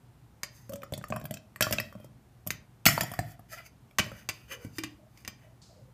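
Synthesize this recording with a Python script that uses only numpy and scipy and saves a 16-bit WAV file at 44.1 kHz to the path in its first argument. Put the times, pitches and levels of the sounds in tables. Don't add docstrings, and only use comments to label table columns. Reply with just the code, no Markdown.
import sys
import numpy as np
from scipy import signal
from scipy.fft import rfft, irfft
from scipy.io import wavfile
from scipy.ndimage import uniform_filter1d

SR = 44100
rng = np.random.default_rng(int(sys.argv[2]) if len(sys.argv) > 2 else 0)


def output_pcm(signal):
    pcm = np.clip(np.atleast_2d(signal).T, -1, 1) * 32767
    wavfile.write(sys.argv[1], SR, np.round(pcm).astype(np.int16))


def to_linear_factor(level_db):
    exponent = np.asarray(level_db, float) / 20
    return 10 ** exponent


N = 261513

# (time [s], knock peak [dB], knock pitch [Hz], table thud [dB], icy crack [dB])
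BERRIES = [(0.6938, -42.5, 1114, -44, -50), (0.7212, -43, 1150, -46.5, -55),
           (0.7342, -43, 1280, -43.5, -46), (0.7571, -44, 1630, -53, -49.5), (0.8195, -43, 2450, -60, -64),
           (0.833, -31.5, 1260, -53, -52), (0.9224, -39.5, 1040, -34, -50),
           (0.937, -26.5, 3470, -42.5, -44), (0.9765, -43, 895, -43, -46.5), (1.013, -43, 1270, -50, -72),
           (1.025, -57, 2630, -65, -64), (1.04, -28, 1230, -51, -55.5), (1.083, -64, 1290, -63, -54),
           (1.102, -42.5, 1510, -34, -49), (1.1236, -21.5, 1090, -38, -66), (1.1377, -36, 1000, -40, -63),
           (1.1612, -28, 1047, -48, -46.5), (1.1657, -30.5, 1130, -41, -84), (1.198, -50, 2510, -61, -57),
           (1.2134, -42, 1660, -47, -59), (1.2405, -62, 1670, -39.5, -53.5), (1.254, -38.5, 1630, -45, -42),
           (1.309, -37, 1630, -37.5, -41.5), (1.34, -38, 2560, -48.5, -42), (1.3712, -35.5, 2620, -66, -57),
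           (1.56, -34.5, 1890, -71, -52.5), (1.6081, -14.5, 1685, -33.5, -27.5),
           (1.6236, -13.5, 2650, -39, -27), (1.6679, -23.5, 1136, -38, -57), (1.7091, -30, 970, -34, -39),
           (1.725, -22.5, 2810, -40, -28.5), (1.7329, -25, 1610, -32, -36),
           (1.7843, -16.5, 2620, -42.5, -53), (1.7998, -21, 1930, -47.5, -39),
           (1.926, -38, 1170, -60, -63.5), (1.952, -44.5, 1094, -43, -69), (2, -49, 640, -51.5, -66),
           (2.044, -48.5, 877, -49, -60), (2.4652, -43.5, 970, -39, -50.5),
           (2.4724, -40.5, 1170, -43.5, -33), (2.855, -12.5, 2630, -42, -24), (2.8625, -7, 2810, -23, -21),
           (2.8667, -9, 2220, -35.5, -19.5), (2.8867, -11, 1970, -36, -32),
           (2.9784, -14.5, 917, -38.5, -48), (3.0086, -17.5, 1808, -36, -29), (3.0329, -30, 930, -38, -38),
           (3.116, -35.5, 985, -44, -45.5), (3.1374, -31.5, 1160, -50, -45),
           (3.19, -23.5, 1800, -28.5, -40), (3.3932, -49, 1190, -52.5, -61.5),
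           (3.9103, -49, 2310, -73.5, -72), (4.0632, -51, 1600, -46.5, -62),
           (4.1166, -38.5, 1300, -46.5, -63), (4.6481, -47.5, 2000, -38, -56.5)]
# (time [s], low ring peak [dB], table thud [dB], upper ring [dB], icy crack [dB])
CLANKS = [(0.4329, -24.5, -51.5, -34, -43), (2.505, -15, -46.5, -39, -34.5), (3.9852, -10, -42, -28.5, -34),
          (3.993, -10, -29.5, -32.5, -42), (4.2892, -20, -50, -32, -44), (4.7836, -25.5, -49, -39.5, -42.5),
          (4.8357, -23.5, -45, -39, -74), (5.1743, -47.5, -71.5, -68, -61.5),
          (5.249, -32.5, -55, -54.5, -71), (5.2771, -27, -45, -38.5, -47.5)]
# (time of height [s], rise [s], fall [s], low ring [dB], treble [dB])
SCRAPES = [(.56, .09, 0.23, -66, -60), (3.53, .045, 0.066, -47, -45.5), (3.585, .05, 0.086, -51.5, -56),
           (3.665, .035, 0.032, -54, -53), (4.04, .02, 0.14, -48, -53), (4.19, .2, .11, -55, -59),
           (4.34, .02, 0.35, -60, -62.5), (4.525, .045, .05, -37, -43.5), (4.64, .15, 0.12, -56.5, -60),
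           (4.776, 0.08, 0.011, -61, -54), (4.87, .02, .15, -62, -67), (5.2, 0.11, .12, -66, -63.5),
           (5.44, .15, .1, -64.5, -73)]
# (time [s], length [s], start pitch [Hz], end pitch [Hz], level per partial [dB])
SQUEAKS = [(3.512, 0.048, 671, 643, -51.5), (3.561, 0.063, 704, 638, -55.5)]
# (time of height [s], rise [s], fall [s], low ring [dB], treble [dB])
TUMBLES = [(1.379, 1, 0.033, -72, -78.5), (1.64, 0.017, .12, -39.5, -42), (1.741, 0.12, 0.21, -51.5, -51.5),
           (2.06, .4, .03, -66, -72), (2.88, .02, .13, -30.5, -29), (2.96, 0.051, 0.4, -42, -47.5),
           (3.32, 0.22, 0.03, -64, -57.5)]
# (ratio to pitch [1], relative level [dB], t60 before damping [s])
KNOCK = [(1, 0, 0.035), (0.62, -8, 0.03), (1.2, -6, 0.02), (1.45, -7, 0.025), (2.3, -10, 0.02)]
# (frequency [Hz], relative level [dB], t60 before cap and damping [s])
JAR_MODES = [(1367.5, -1.5, 0.27), (1886, 0.5, 0.17), (1980, -5, 0.11), (2424, -13.5, 0.35),
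             (2380, -4, 0.11), (2500, -16, 0.39), (3160, -8, 0.51), (3600, -15.5, 0.082), (4606, 5.5, 0.17),
             (5400, -21, 0.25), (5360, -3, 0.49), (6800, -6, 0.21), (6875, -7, 0.074), (7080, -28.5, 1.0),
             (7370, -5, 0.42), (7900, -29.5, 0.37), (7790, -16, 0.13), (8350, -26.5, 0.39)]
# (frequency [Hz], relative level [dB], t60 before cap and damping [s])
BOWL_MODES = [(1135, -7, 0.08), (1617, -5.5, 0.15), (1934, 3.5, 0.069), (2347, -4, 0.22),
              (2620, -9.5, 0.14), (2874, -9, 0.81), (3600, -25, 5.0), (3660, -17, 0.61), (4630, -15.5, 1),
              (4850, -4, 0.19), (6310, 0.5, 0.079), (7310, -9, 0.22), (9140, -21.5, 0.47),
              (11200, -25.5, 0.088), (10400, -26.5, 0.2), (13200, -21, 0.26), (12500, -18.5, 0.33),
              (14300, -38, 5.0)]
# (frequency [Hz], relative level [dB], t60 before damping [s])
TABLE_MODES = [(64, -3.5, .08), (86.5, -10, 0.059), (113, -0.5, 0.19), (152, 3.5, 0.099), (195, -2, .15),
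               (222.3, -2.5, 0.14), (276, -7, 0.066)]
# (time [s], pitch [Hz], t60 before cap and damping [s], readiness to sound [dB])
AIR = [(.7, 562, 0.93, 1), (.78, 568, 0.28, 4), (.82, 580, 0.069, 2), (1.0, 589, 0.066, -5.5),
       (1.3, 641, 0.076, -1), (2.0, 584, 0.054, -4), (2.9, 696, 0.11, -6.5), (3.3, 712, 0.069, -0.5),
       (4.0, 597, 0.043, 0), (4.65, 443, 0.17, -11), (4.77, 318.7, 0.095, 22), (4.9, 305, 0.26, 2.5),
       (5.3, 347, 0.13, -1.5)]
# (frequency [Hz], relative density [dB per Hz])
CRACK = [(1200, -31.5), (2400, -14), (3300, -5), (4000, -16), (4960, -5), (8350, -4.5), (9140, -8.5),
         (12000, 0), (14500, -1.5), (15400, -3), (16300, -45.5)]
# (frequency [Hz], relative density [dB per Hz])
RASP = [(1200, -34.5), (2060, -20), (3500, -22), (4860, -3.5), (6400, -12), (9140, -10.5), (12800, -6.5),
        (15200, -8), (16300, -60)]
# (frequency [Hz], relative density [dB per Hz])
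HUSH = [(15, -50), (25, -23.5), (53, -2.5), (89, -7), (124, -1), (146, -8.5), (202, -12), (481, -24),
        (630, -25.5), (722, -22.5), (2020, -33.5), (3390, -37.5), (4820, -40), (14700, -43), (16300, -63)]
# (frequency [Hz], width [Hz], level [dB])
HUM = (120, 9.4, -63)
# (time [s], length [s], start pitch [Hz], end pitch [Hz], level before fade [dB])
FAR_CLATTER = [(4.531, 0.14, 518, 480, -52.5), (4.987, 0.11, 619, 626, -59.5), (5.426, 0.13, 618, 643, -62),
               (5.686, .13, 660, 608, -59.5), (5.755, 0.16, 513, 518, -61)]
# (start level of lower band [dB], t60 [s], lower band centre [Hz], its width [Hz])
PUFF = (-60, 0.66, 4603.5, 1508)
# (frequency [Hz], t60 [s])
KITCHEN = [(150, 0.63), (600, 0.43), (2000, 0.28), (5000, 0.29), (12000, 0.063)]

HUSH_DB, PUFF_S = -57.5, 5.617
SPOT_DB, SPLIT_HZ = 3, 3400
SPLITS = 3
DETUNE = 0.04
SPAN_DB = 25
AIR_FROM_BLOW, CLANK_AIR_DB = 0.3, -14
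EMPTY_RING, FILL_S = 0.61, 4
EDGE_HZ, ECHO_DB = 15350, -14
T = np.arange(SR // 4) / SR
KNOTS = np.maximum(1 - abs(T - np.arange(0, 0.26, 0.008)[:, None]) / 0.008, 0)


def evened(x, size=None):
    return x / np.sqrt(np.mean(x[:size] ** 2) + 1e-20)


def read(points, hz):
    f, value = np.transpose(points)
    return np.interp(np.log(hz + 1), np.log(f + 1), value)


def add(mix, s, sound):
    part = mix[round(s * SR):][:len(sound)]
    part += sound[:len(part)]


def coloured(x, points):
    gain = to_linear_factor(read(points, np.fft.rfftfreq(len(x), 1 / SR)))
    return irfft(rfft(x) * gain, len(x))


def narrow_noise(hz, width_hz, size):
    pole = np.exp(-np.pi * width_hz / SR)
    slow = signal.lfilter([1], np.convolve([1, -pole], [1, -pole]), rng.standard_normal((2, size)))
    carrier = np.exp(2j * np.pi * np.cumsum(hz * np.ones(size)) / SR)
    return evened(((slow[0] + 1j * slow[1]) * carrier).real)


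def ring(modes, spread_db, damping, rough, low_hz=0, high_hz=SR, detune=0):
    chosen = [m for m in modes if low_hz <= m[0] < high_hz]
    hz, db, t60_s = np.transpose(chosen)[:, :, None]
    level, phase, shift = rng.standard_normal((3, len(hz), 1))
    waver = 1 + rough * rng.standard_normal((len(hz), len(KNOTS))) @ KNOTS
    decay = to_linear_factor(db + spread_db * level - 60 * T / (np.minimum(t60_s, 0.4) * damping))
    tones = np.sin(2 * np.pi * hz * (1 + detune * shift) * T + phase)
    contact = 1 - np.exp(-T / 0.00019)
    return contact * (decay * waver * tones).sum(0)


def crack(spectrum, rise_s, t60_s, tail_db, tail_t60_s):
    colour = [(hz, db + 5 * rng.standard_normal()) for hz, db in spectrum]
    decay = to_linear_factor(-60 * T / t60_s) + to_linear_factor(tail_db - 60 * T / tail_t60_s)
    noise = coloured(rng.standard_normal(len(T)), colour)
    return evened(noise * (1 - np.exp(-T / rise_s)) * decay, size=440)


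def air_note(s):
    time_s, *columns = np.transpose(AIR)
    return [np.interp(s, time_s, column) for column in columns]


def body(s, thud_db, blow_db, air_db):
    hz, t60_s, ready_db = air_note(s)
    swell = 1 - np.exp(-T / 0.002)
    air_modes = [(hz, 0, t60_s), (1.13 * hz, -7, 0.42 * t60_s)]
    air = evened(swell * ring(air_modes, 2.7, 0.51, 0.41, detune=0.02), size=440)
    drive_db = AIR_FROM_BLOW * blow_db + (1 - AIR_FROM_BLOW) * thud_db + ready_db + air_db
    thud = evened(swell * ring(TABLE_MODES, 2.5, 0.6, 0.33, detune=0.05), size=660)
    return to_linear_factor(thud_db) * thud + to_linear_factor(drive_db) * air


def berry(s, peak_db, hz, thud_db, crack_db):
    knock = ring([(ratio * hz, db, t60_s) for ratio, db, t60_s in KNOCK], 2.1, 0.68, 0.41)
    steel_db = 0.56 * crack_db + 0.83 * peak_db - 3
    steel = ring(JAR_MODES * 2, 3.4, EMPTY_RING / (1 + s / FILL_S), 0.95, detune=DETUNE)
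    steel = to_linear_factor(steel_db) * evened(steel, size=440)
    ice = to_linear_factor(crack_db) * crack(CRACK, 0.00076, 0.024, -19.0, 0.07)
    return to_linear_factor(peak_db) * knock / abs(knock).max() + steel + ice + body(s, thud_db, peak_db, 0)


def rubbing(stroke, modes, per_s, lumps_db, damping, air_db, crackle, spectrum):
    s, rise_s, fall_s, low_db, high_db = stroke
    t = np.arange(-rise_s, fall_s, 1 / SR)
    sizes = to_linear_factor(lumps_db * np.minimum(rng.exponential(1, (3, len(t))), 4))
    ticks = sizes * (rng.random((3, len(t))) < per_s / SR)
    ticks *= rng.choice([-1., 1.], ticks.shape)
    air_hz, air_t60_s = air_note(s)[:2]
    modes = modes * SPLITS + [(air_hz, air_db, air_t60_s)]
    low = ring(modes, SPOT_DB, damping, 0.64, high_hz=SPLIT_HZ, detune=DETUNE)
    low = evened(signal.fftconvolve(ticks[0], low)[:len(t)])
    high = ring(modes, SPOT_DB, 2.5 * damping, 0.91, low_hz=SPLIT_HZ, detune=DETUNE / 5)
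    high = evened(signal.fftconvolve(ticks[1], high)[:len(t)])
    high = evened(high + crackle * evened(coloured(ticks[2], spectrum)))
    swell = to_linear_factor(-SPAN_DB * np.where(t < 0, -t / rise_s, t / fall_s))
    sound = swell * (to_linear_factor(low_db) * low + to_linear_factor(high_db) * high)
    return s - rise_s, sound * signal.windows.tukey(len(t), 0.03)


def tumble(stroke):
    return rubbing(stroke, JAR_MODES, 2500, 1.8, 0.15, -1, 2.9, CRACK)


def scrape(stroke):
    return rubbing(stroke, BOWL_MODES, 2000, 1.5, 0.13, -1.8, 1.16, RASP)


def clank(s, peak_db, thud_db, upper_db, crack_db):
    jitter = evened(uniform_filter1d(rng.standard_normal(len(T)), size=6))
    chatter = 1 + 2.6 * to_linear_factor(-60 * T / 0.19) * (1 + jitter)
    modes = BOWL_MODES * SPLITS
    low = ring(modes, SPOT_DB, 0.47, 1.2, high_hz=SPLIT_HZ, detune=DETUNE) * chatter
    high = ring(modes, SPOT_DB, 0.24, 0.91, low_hz=SPLIT_HZ, detune=DETUNE / 3) * chatter
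    rings = to_linear_factor(peak_db) * low / abs(low).max() + to_linear_factor(upper_db) * evened(high, size=440)
    ice = to_linear_factor(crack_db) * crack(RASP, 0.0011, 0.022, -18.5, 0.13)
    return rings + ice + body(s, thud_db, peak_db, CLANK_AIR_DB)


def squeak(s, length_s, start_hz, end_hz, db):
    hz = np.linspace(start_hz, end_hz, round(length_s * SR))
    note = sum(narrow_noise(k * hz, 64, len(hz)) for k in (1, 2, 3))
    return s, to_linear_factor(db) * note * signal.windows.tukey(len(hz), 0.6)


def kitchen(x):
    taps = np.zeros(SR // 2)
    start = np.arange(200, SR // 2 - 20, 20)
    taps[start + rng.integers(0, 20, len(start))] = rng.choice([-1., 1.], len(start))
    hz, t, z = signal.stft(taps, SR, nperseg=256)
    decay = to_linear_factor(-60 * t / read(KITCHEN, hz)[:, None])
    tail = signal.istft(z * decay, SR, nperseg=256)[1]
    return signal.fftconvolve(x, tail / np.linalg.norm(tail))[:N]


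def hush():
    return to_linear_factor(HUSH_DB) * evened(coloured(rng.standard_normal(N), HUSH))


def hum():
    hz, width_hz, db = HUM
    return to_linear_factor(db) * narrow_noise(hz, width_hz, N)


def far_clatter(s, length_s, start_hz, end_hz, db):
    hz = np.linspace(start_hz, end_hz, round(length_s * SR))
    shape = signal.windows.tukey(len(hz), 0.3) * np.linspace(1, 0.3, len(hz))
    return s, to_linear_factor(db) * narrow_noise(hz, 84, len(hz)) * shape


def puff():
    db, t60_s, hz, width_hz = PUFF
    hiss = narrow_noise(hz, width_hz, len(T)) + 0.76 * narrow_noise(1.45 * hz, 2.1 * width_hz, len(T))
    return PUFF_S, to_linear_factor(db - 60 * T / t60_s) * hiss


def background():
    out = hush() + hum()
    for row in FAR_CLATTER:
        add(out, *far_clatter(*row))
    add(out, *puff())
    return out


def scene():
    near = np.zeros(N)
    for row in BERRIES:
        add(near, row[0], berry(*row))
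    for row in CLANKS:
        add(near, row[0], clank(*row))
    for row in SCRAPES:
        add(near, *scrape(row))
    for row in SQUEAKS:
        add(near, *squeak(*row))
    for row in TUMBLES:
        add(near, *tumble(row))
    return (near + to_linear_factor(ECHO_DB) * kitchen(near) + background())[None]


def band_limit(x):
    return signal.sosfilt(signal.butter(12, 16480, fs=SR, output="sos"), x)


def record(dry):
    low_pass = signal.firwin(255, EDGE_HZ, window=("kaiser", 5), fs=SR)
    mix = signal.oaconvolve(dry, low_pass[None], "same")
    mix = signal.lfilter(*signal.butter(2, 55, "high", fs=SR), mix)
    return band_limit(mix)


dry = scene()
out = record(dry)
output_pcm(out)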